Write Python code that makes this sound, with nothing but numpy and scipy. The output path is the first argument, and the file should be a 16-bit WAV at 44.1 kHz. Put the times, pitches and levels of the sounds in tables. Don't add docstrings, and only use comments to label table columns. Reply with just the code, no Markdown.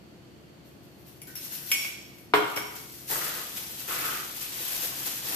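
import sys
import numpy as np
from scipy import signal
from scipy.fft import rfft, irfft, next_fast_len
from scipy.io import wavfile
from scipy.ndimage import uniform_filter1d, map_coordinates

SR = 44100
rng = np.random.default_rng(int(sys.argv[2]) if len(sys.argv) > 2 else 0)


def generate_wav(sig):
    pcm = np.round(np.clip(np.atleast_2d(sig).T, -1, 1) * 32767).astype(np.int16)
    wavfile.write(sys.argv[1], SR, pcm)


N = 235931

# frequency in Hz, relative level in dB.
HUM_LINES = [(70.0, -61.5), (129.2, -59), (209.9, -64), (279.9, -59.5), (312.2, -58.5), (349.9, -56),
             (522.2, -72.5), (694.4, -68.5)]
# frequency in Hz, relative level in dB per Hz.
AIR_COLOUR = [(20, -36), (45, -18.5), (70, -9), (140, 2.5), (330, -3.5), (600, -8), (1000, -15),
              (2000, -18), (3200, -18), (3900, -23.5), (4450, -16.5), (5000, -25), (9000, -30.5),
              (14000, -36)]

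# frequency in Hz, relative level in dB, 60 dB decay in seconds.
GLASS_MODES = [(1095, -38, .25), (2208, -10, .13), (2290, -15, .1), (2385, -15, .08), (2680, -11, .03),
               (2870, -9, .03), (3300, -8, .018), (4710, -18, .05), (5520, -16, .1), (6665, -17, .04),
               (7815, -20, .08), (9340, -23, .05), (9960, -14, .1), (11110, -18, .07), (13210, -21, .1)]
# start in seconds, level in dB, brightness in dB per octave,
# crack in dB relative to the contact, mode favoured by the spot that is hit in Hz.
DISH_CLINKS = [(1.217, -38, 8, -5, 2120), (1.354, -37.5, 11, 1.5, 5520), (1.366, -40, 6, -3, 5520),
               (1.704, -49, 13, 2, 13200), (1.716, -12.5, 2, -2.5, 1095), (1.748, -25, 0, -4, 2200),
               (1.815, -40, 3, -1, 2200), (1.848, -30.5, -1, -2, 2340), (2.184, -52.5, 4, 8, 13200),
               (2.338, -26, -3, -20.5, 7800), (2.562, -27, 2, -1, 5600), (2.571, -33, -1.5, -7, 2200)]
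# frequency in Hz, relative level in dB per Hz.
CLINK_CRACK_COLOUR = [(100, 22), (900, -2.5), (1800, 7), (2500, 12), (3400, -6), (4300, -8), (6500, 2),
                      (14000, 0)]
# start in seconds, rise in seconds, hold in seconds, level in dB.
DISH_SLIDES = [(.64, .02, .005, -62), (.825, .006, .006, -64), (.96, 0.029, .01, -64),
               (1.045, 0.024, .01, -55), (1.265, 0.0083, .005, -48), (1.351, 0.0041, 0.0062, -41.5),
               (1.39, 0.051, .01, -40.5), (1.495, 0.028, 0.03, -38.5), (1.6, 0.095, 0.15, -39.5)]
# start in seconds, rise in seconds,
# hold in seconds, level in dB.
NEARING_BRUSH = [(.6, 1.2, 0.43, -61.5)]
# frequency in Hz, relative level in dB per Hz.
SLIDE_COLOUR = [(300, -25), (1000, -8), (1500, -10.5), (2800, -3.5), (4000, -4), (5500, -3), (7500, -6.5),
                (11000, 0.5), (14000, -0.5)]
# start in seconds, rise in seconds, hold in seconds, relative level in dB.
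RIM_RUBS = [(1.27, 0.011, .005, -45.5), (1.4, 0.12, 0.18, -59)]
# frequency in Hz, relative level in dB per Hz.
RUB_COLOUR = [(600, -11), (1200, -40), (1480, 8), (1680, -12), (1900, -2), (2400, -32), (5000, -26),
              (12000, -30)]
SLIDE_FALL_DB_PER_S, RUB_FALL_DB_PER_S = 162, 400

# frequency in Hz, relative level in dB, 60 dB decay in seconds.
COUNTER_MODES = [(116, -31, .4), (180, -28, .15), (305, -18, .11), (421, -17.5, .21), (560, -19, .04),
                 (635, -19, .04), (735, -24, .06), (970, -15, .04), (1095, -14, .07), (1130, 3, .009),
                 (1500, -3, .01), (1640, -24, .05), (2150, -6.5, .01), (3100, -10, .01), (4100, -12, .005)]
# start in seconds, level in dB, brightness in dB per octave, clatter in dB relative to the knock.
COUNTER_KNOCKS = [(2.3363, -5.5, 1, -10), (2.563, -24, -0.5, -16), (2.573, -24, 5, -8)]
# frequency in Hz, relative level in dB per Hz.
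CLATTER_COLOUR = [(60, -7), (250, -5), (1100, 7), (2200, 3), (3500, -1.5), (4800, -14.5), (7500, -27),
                  (14000, -30)]

# frequency in Hz, relative level in dB per Hz.
FILM_COLOUR = [(200, -19), (700, -12.5), (2000, -3.5), (3500, -2.5), (5000, -0.5), (6700, -2), (8500, -3),
               (11000, 0.5), (15000, -1.5)]
# start in seconds, level in dB.
CREASE_SNAPS = [(3.109, -29), (3.251, -30), (3.714, -33), (3.887, -30), (4.37, -37), (4.838, -32)]
# start in seconds, rise in seconds, hold in seconds, relative level in dB.
GLOVE_RUSTLE = [(2.34, .02, 7.3, -51.5)]
# start in seconds, relative level in dB.
GLOVE_FLEXES = [(2.34, -41.5), (2.49, -48), (2.555, -40.5), (2.745, -44.5), (2.935, -51.5), (3.07, -43.5)]
FLEX_RISE_S, FLEX_HOLD_S, FLEX_FALL_DB_PER_S = 0.012, 0.0086, 222

# frequency in Hz, relative level in dB per Hz.
CRUMB_COLOUR = [(30, -23), (70, -35), (130, 5), (220, -7.5), (310, 3), (430, 2), (600, -0.5), (850, 1),
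                (1300, 1), (1900, 2.5), (2800, -35), (4500, -58), (9000, -13)]
# frequency in Hz, relative level in dB per Hz.
BOWL_COLOUR = [(500, -43), (1050, -9.5), (1230, 6.5), (1440, 3), (1620, -2), (2200, -2.5), (3000, -6.5),
               (6000, -46)]
# frequency in Hz, relative level in dB per Hz.
MINCE_COLOUR = [(150, -32), (350, -5.5), (800, -3), (1600, -24), (2400, -0.5), (3600, 1.5), (5000, -6),
                (9000, -16.5)]
# start in seconds, relative level in dB.
CLUMP_DROPS = [(3.895, -44), (4.08, -42), (4.82, -42), (4.915, -43.5), (4.99, -44), (5.06, -41.5),
               (5.315, -41.5)]
# start in seconds, relative level in dB.
WALL_BUMPS = [(3.208, -36), (4.42, -50.5)]
CLUMP_RISE_S, CLUMP_HOLD_S, CLUMP_FALL_DB_PER_S = 0.0076, 0.0046, 400
UNEVEN_DB, UNEVEN_KNOTS_PER_S = 0.24, 22

# start in seconds, rise in seconds, hold in seconds,
# then relative levels in dB of the glove, the crumbs, the bowl's wall and the wet mince.
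HAND_STROKES = [(3.085, 0.029, 0.042, -32.5, -36, -49, -60), (3.18, 0.026, 0.18, -42.5, -42, -45, -45),
                (3.87, 0.019, .275, -38, -41, -36.5, -43.5), (4.43, 0.26, 0.16, -37, -50.5, -66, -45),
                (4.896, 0.1, 0.19, -40, -60, -62, -53), (5.206, 0.072, 0.072, -36.5, -45, -63, -45.5)]
# start in seconds, rise in seconds, hold in seconds,
# then relative levels in dB of the glove, the crumbs and the wet mince.
GENTLE_STIR = [(3.1, 0.12, 2.2, -46, -58, -51.5)]
# start in seconds, then relative levels in dB of the glove and the wet mince.
FINGER_GRIPS = [(3.235, -36.5, -52), (3.56, -39, -49), (3.78, -44, -62), (4.035, -38, -50),
                (4.355, -42, -52), (4.405, -38, -44), (4.815, -35.5, -53), (5.05, -36.5, -45)]
STROKE_SAG_DB_PER_S, STROKE_FALL_DB_PER_S = 11.5, 134
WALL_RISE_RATIO = 2
WALL_FALL_DB_PER_S = 241

# frequency in Hz, 60 dB decay in seconds.
WALL_DECAY = [(100, 0.39), (400, 0.88), (2200, 0.81), (6000, 0.86), (13000, 0.28)]
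# frequency in Hz, gain in dB.
LEFT_PORT = [(200, 1.2), (1200, -.3), (5000, -.5), (7000, -2), (9500, 0), (11200, 2), (11750, 8.5),
             (13000, 8.5), (14200, 7.5)]
# frequency in Hz, gain in dB.
RIGHT_PORT = [(200, 0), (1200, 0), (5000, 0), (7000, 3), (9500, -.5), (11500, -6.5), (14300, -0.5)]
BAND_LIMIT_HZ = 14300


def amp(db):
    return 10 ** (np.asarray(db) / 20)


def unit(x):
    return x / np.sqrt(np.mean(x ** 2) + 1e-20)


def along(points, hz):
    f, v = np.transpose(points)
    return np.interp(np.log(hz + 1), np.log(f + 1), v)


def filtered(x, response):
    m = next_fast_len(N + SR // 4)
    spectrum = rfft(x, m) * response(np.fft.rfftfreq(m, 1 / SR))
    return irfft(spectrum, m)[..., :N]


def coloured(x, colour):
    return unit(filtered(x, lambda hz: amp(along(colour, hz))))


def wobble(rate):
    knots = rng.standard_normal(int(N * rate / SR) + 4)
    return map_coordinates(knots, [np.arange(N) * rate / SR])


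def add(track, s, sound):
    part = track[:, round(s * SR):][:, :sound.shape[1]]
    part += sound[:, :part.shape[1]]


def diffuse(length, merge_hz=520):
    mid, side = rfft(rng.standard_normal((2, length)))
    likeness = 0.7 * np.exp(-(np.fft.rfftfreq(length, 1 / SR) / merge_hz) ** 2)
    turn = np.arccos(np.clip(likeness, 0, 1)) / 2
    mid, side = mid * np.cos(turn), side * np.sin(turn)
    return irfft([mid + side, mid - side], length)


def kitchen(x, wet_db, early_db=5, early_s=0.015):
    hz, t, z = signal.stft(diffuse(SR), SR, nperseg=256)
    fade_db = -60 * t / along(WALL_DECAY, hz)[:, None] + early_db * np.exp(-t / early_s)
    tail = signal.istft(z * amp(fade_db) * (t > 0), SR, nperseg=256)[1]
    echo = signal.fftconvolve(x, tail / np.linalg.norm(tail[0]), axes=1)[:, :x.shape[1]]
    return x + amp(wet_db) * echo


def grains(rate, pitch_hz, cycles, spread_db, bed):
    count = int(rate * N / SR)
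    when, place, size = rng.random((count, 3)).T
    hz = np.clip(pitch_hz * np.exp(0.598 * rng.standard_normal((count, 1))), 150, SR / 3)
    age = hz * np.arange(128) / SR
    size_gain = amp(-spread_db * np.log(np.maximum(size, .01)))[:, None]
    ticks = size_gain * np.sin(2 * np.pi * age) * np.exp(-age / cycles)
    lag = (place - .5) * SR / 2000
    pair = []
    for side in (-1, 1):
        start = np.abs(when * N + side * lag).astype(int)
        at = start[:, None] + np.arange(age.shape[1])
        pair.append(np.bincount(at.ravel(), ticks.ravel(), N)[:N])
    z = rfft(np.array(pair))
    power = np.mean(np.abs(z) ** 2, axis=0)
    smooth = np.sqrt(np.abs(uniform_filter1d(power, size=4001)) + 1e-12)
    return unit(unit(irfft(z / smooth, N)) + bed * diffuse(N))


def strike(modes, bright, crack_db, crack_colour, crack_t60, contact_ms, lag_ms):
    t = np.maximum(np.arange(SR) / SR - np.array([[0], [lag_ms / 1000]]), 0)
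    centre_hz = np.exp(np.mean(np.log([hz for hz, _, _ in modes])))
    ring = 0
    for k, (hz, db, t60) in enumerate(modes):
        level_db = db + rng.normal(0, 1) + bright * np.log2(hz / centre_hz)
        ring = ring + (-1) ** k * amp(level_db - 60 * t / t60) * np.sin(2 * np.pi * hz * t)
    crack = amp(crack_db - 60 * t / crack_t60) * coloured(diffuse(N), crack_colour)[:, :SR]
    blow = (ring + crack) * (1 - np.exp(-(1000 * t / contact_ms) ** 2))
    return signal.sosfilt(signal.butter(2, 0.85 * modes[0][0], "high", fs=SR, output="sos"), blow)


def gestures(rows, fall_db_per_s, sag_db_per_s=0):
    t, power = np.arange(N) / SR, 0
    for s, rise, hold, *dbs in rows:
        held = t - s - rise
        fade_db = sag_db_per_s * np.clip(held, 0, hold) + fall_db_per_s * np.maximum(held - hold, 0)
        shape = np.clip((t - s) / rise, 0, 1) * amp(-fade_db)
        power = power + np.outer(amp(dbs), shape) ** 2
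    return np.sqrt(power)


def twitches(rows, rise_s, hold_s, fall_db_per_s):
    return gestures([(s, rise_s, hold_s, *dbs) for s, *dbs in rows], fall_db_per_s)


def fridge():
    t = np.arange(N) / SR
    hum = 0
    for hz, db in HUM_LINES:
        level = amp(db + 0.48 * wobble(5.1))
        phase = 2 * np.pi * hz * t + .5 * wobble(2.89) + 2 * np.pi * rng.random()
        hum = hum + level * np.sin(phase)
    return amp(-3.5) * hum + amp(-52.5) * coloured(diffuse(N), AIR_COLOUR)


def counter():
    out = np.zeros((2, N))
    for s, db, bright, clatter_db in COUNTER_KNOCKS:
        knock = strike(COUNTER_MODES, bright, clatter_db, CLATTER_COLOUR,
                       crack_t60=.09, contact_ms=.55, lag_ms=.18)
        add(out, s, amp(db) * kitchen(knock, wet_db=0))
    return out


def dish(favour_db=8):
    out = np.zeros((2, N))
    for s, db, bright, crack_db, spot_hz in DISH_CLINKS:
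        modes = []
        for hz, level, t60 in GLASS_MODES:
            favour = favour_db * np.exp(-(np.log2(hz / spot_hz) / 0.1) ** 2)
            modes.append((hz, level + favour, t60))
        clink = strike(modes, bright, crack_db, CLINK_CRACK_COLOUR,
                       crack_t60=0.021, contact_ms=0.12, lag_ms=0.072)
        add(out, s, amp(db) * kitchen(clink, wet_db=1))
    ticks = grains(rate=4000, pitch_hz=6930, cycles=4.3, spread_db=2.0, bed=0.47)
    scrape = gestures(DISH_SLIDES + NEARING_BRUSH, SLIDE_FALL_DB_PER_S) * coloured(ticks, SLIDE_COLOUR)
    rub = amp(-4.5) * gestures(RIM_RUBS, RUB_FALL_DB_PER_S) * coloured(diffuse(N), RUB_COLOUR)
    return out + kitchen(scrape + rub, wet_db=2.0)


def mixture(push, drag, squeeze):
    drops, bumps = [twitches(rows, CLUMP_RISE_S, CLUMP_HOLD_S, CLUMP_FALL_DB_PER_S)
                    for rows in (CLUMP_DROPS, WALL_BUMPS)]
    crumbs = coloured(grains(rate=900, pitch_hz=1320, cycles=1.3, spread_db=0.5, bed=0.74), CRUMB_COLOUR)
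    wall = coloured(grains(rate=380, pitch_hz=1380, cycles=1.9, spread_db=2.0, bed=1.0), BOWL_COLOUR)
    mince = coloured(grains(rate=780, pitch_hz=3040, cycles=6.6, spread_db=-2.0, bed=0.59), MINCE_COLOUR)
    return np.hypot(push, drops) * crumbs + np.hypot(drag, bumps) * wall + squeeze * mince


def glove(motion):
    ticks = coloured(grains(rate=3500, pitch_hz=7600, cycles=0.69, spread_db=2.5, bed=0.96), FILM_COLOUR)
    clumped = unit(ticks * amp(0.96 * wobble(70)))
    out = amp(3.5) * motion * clumped
    t = np.arange(SR // 20) / SR
    for s, db in CREASE_SNAPS:
        bright_noise = np.diff(rng.standard_normal((2, len(t) + 1))) / 2
        add(out, s, amp(db - 60 * t / .018) * bright_noise)
    return out


def hand():
    motion, push, _, squeeze = gestures(HAND_STROKES, STROKE_FALL_DB_PER_S, STROKE_SAG_DB_PER_S)
    on_wall = [(s, WALL_RISE_RATIO * rise, hold, db) for s, rise, hold, _, _, db, _ in HAND_STROKES]
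    drag = gestures(on_wall, WALL_FALL_DB_PER_S, STROKE_SAG_DB_PER_S)
    stir = gestures(GENTLE_STIR, STROKE_FALL_DB_PER_S)
    motion, push, squeeze = np.hypot([motion, push, squeeze], stir)
    grips, flexes = [twitches(rows, FLEX_RISE_S, FLEX_HOLD_S, FLEX_FALL_DB_PER_S)
                     for rows in (FINGER_GRIPS, GLOVE_FLEXES)]
    motion, squeeze = np.hypot([motion, squeeze], grips)
    fidget = np.hypot(flexes, gestures(GLOVE_RUSTLE, FLEX_FALL_DB_PER_S))
    film = glove(np.hypot(motion, fidget))
    yielding = amp(UNEVEN_DB * wobble(UNEVEN_KNOTS_PER_S))
    return film + yielding * mixture(push, drag, squeeze)


def scene():
    return fridge() + counter() + dish() + kitchen(hand(), wet_db=-4)


def record(dry):
    ports = filtered(dry, lambda hz: amp([along(LEFT_PORT, hz), along(RIGHT_PORT, hz)]))
    return filtered(ports, lambda hz: np.clip((BAND_LIMIT_HZ - hz) / 200 + .5, 0, 1))


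dry = scene()
out = record(dry)
generate_wav(out)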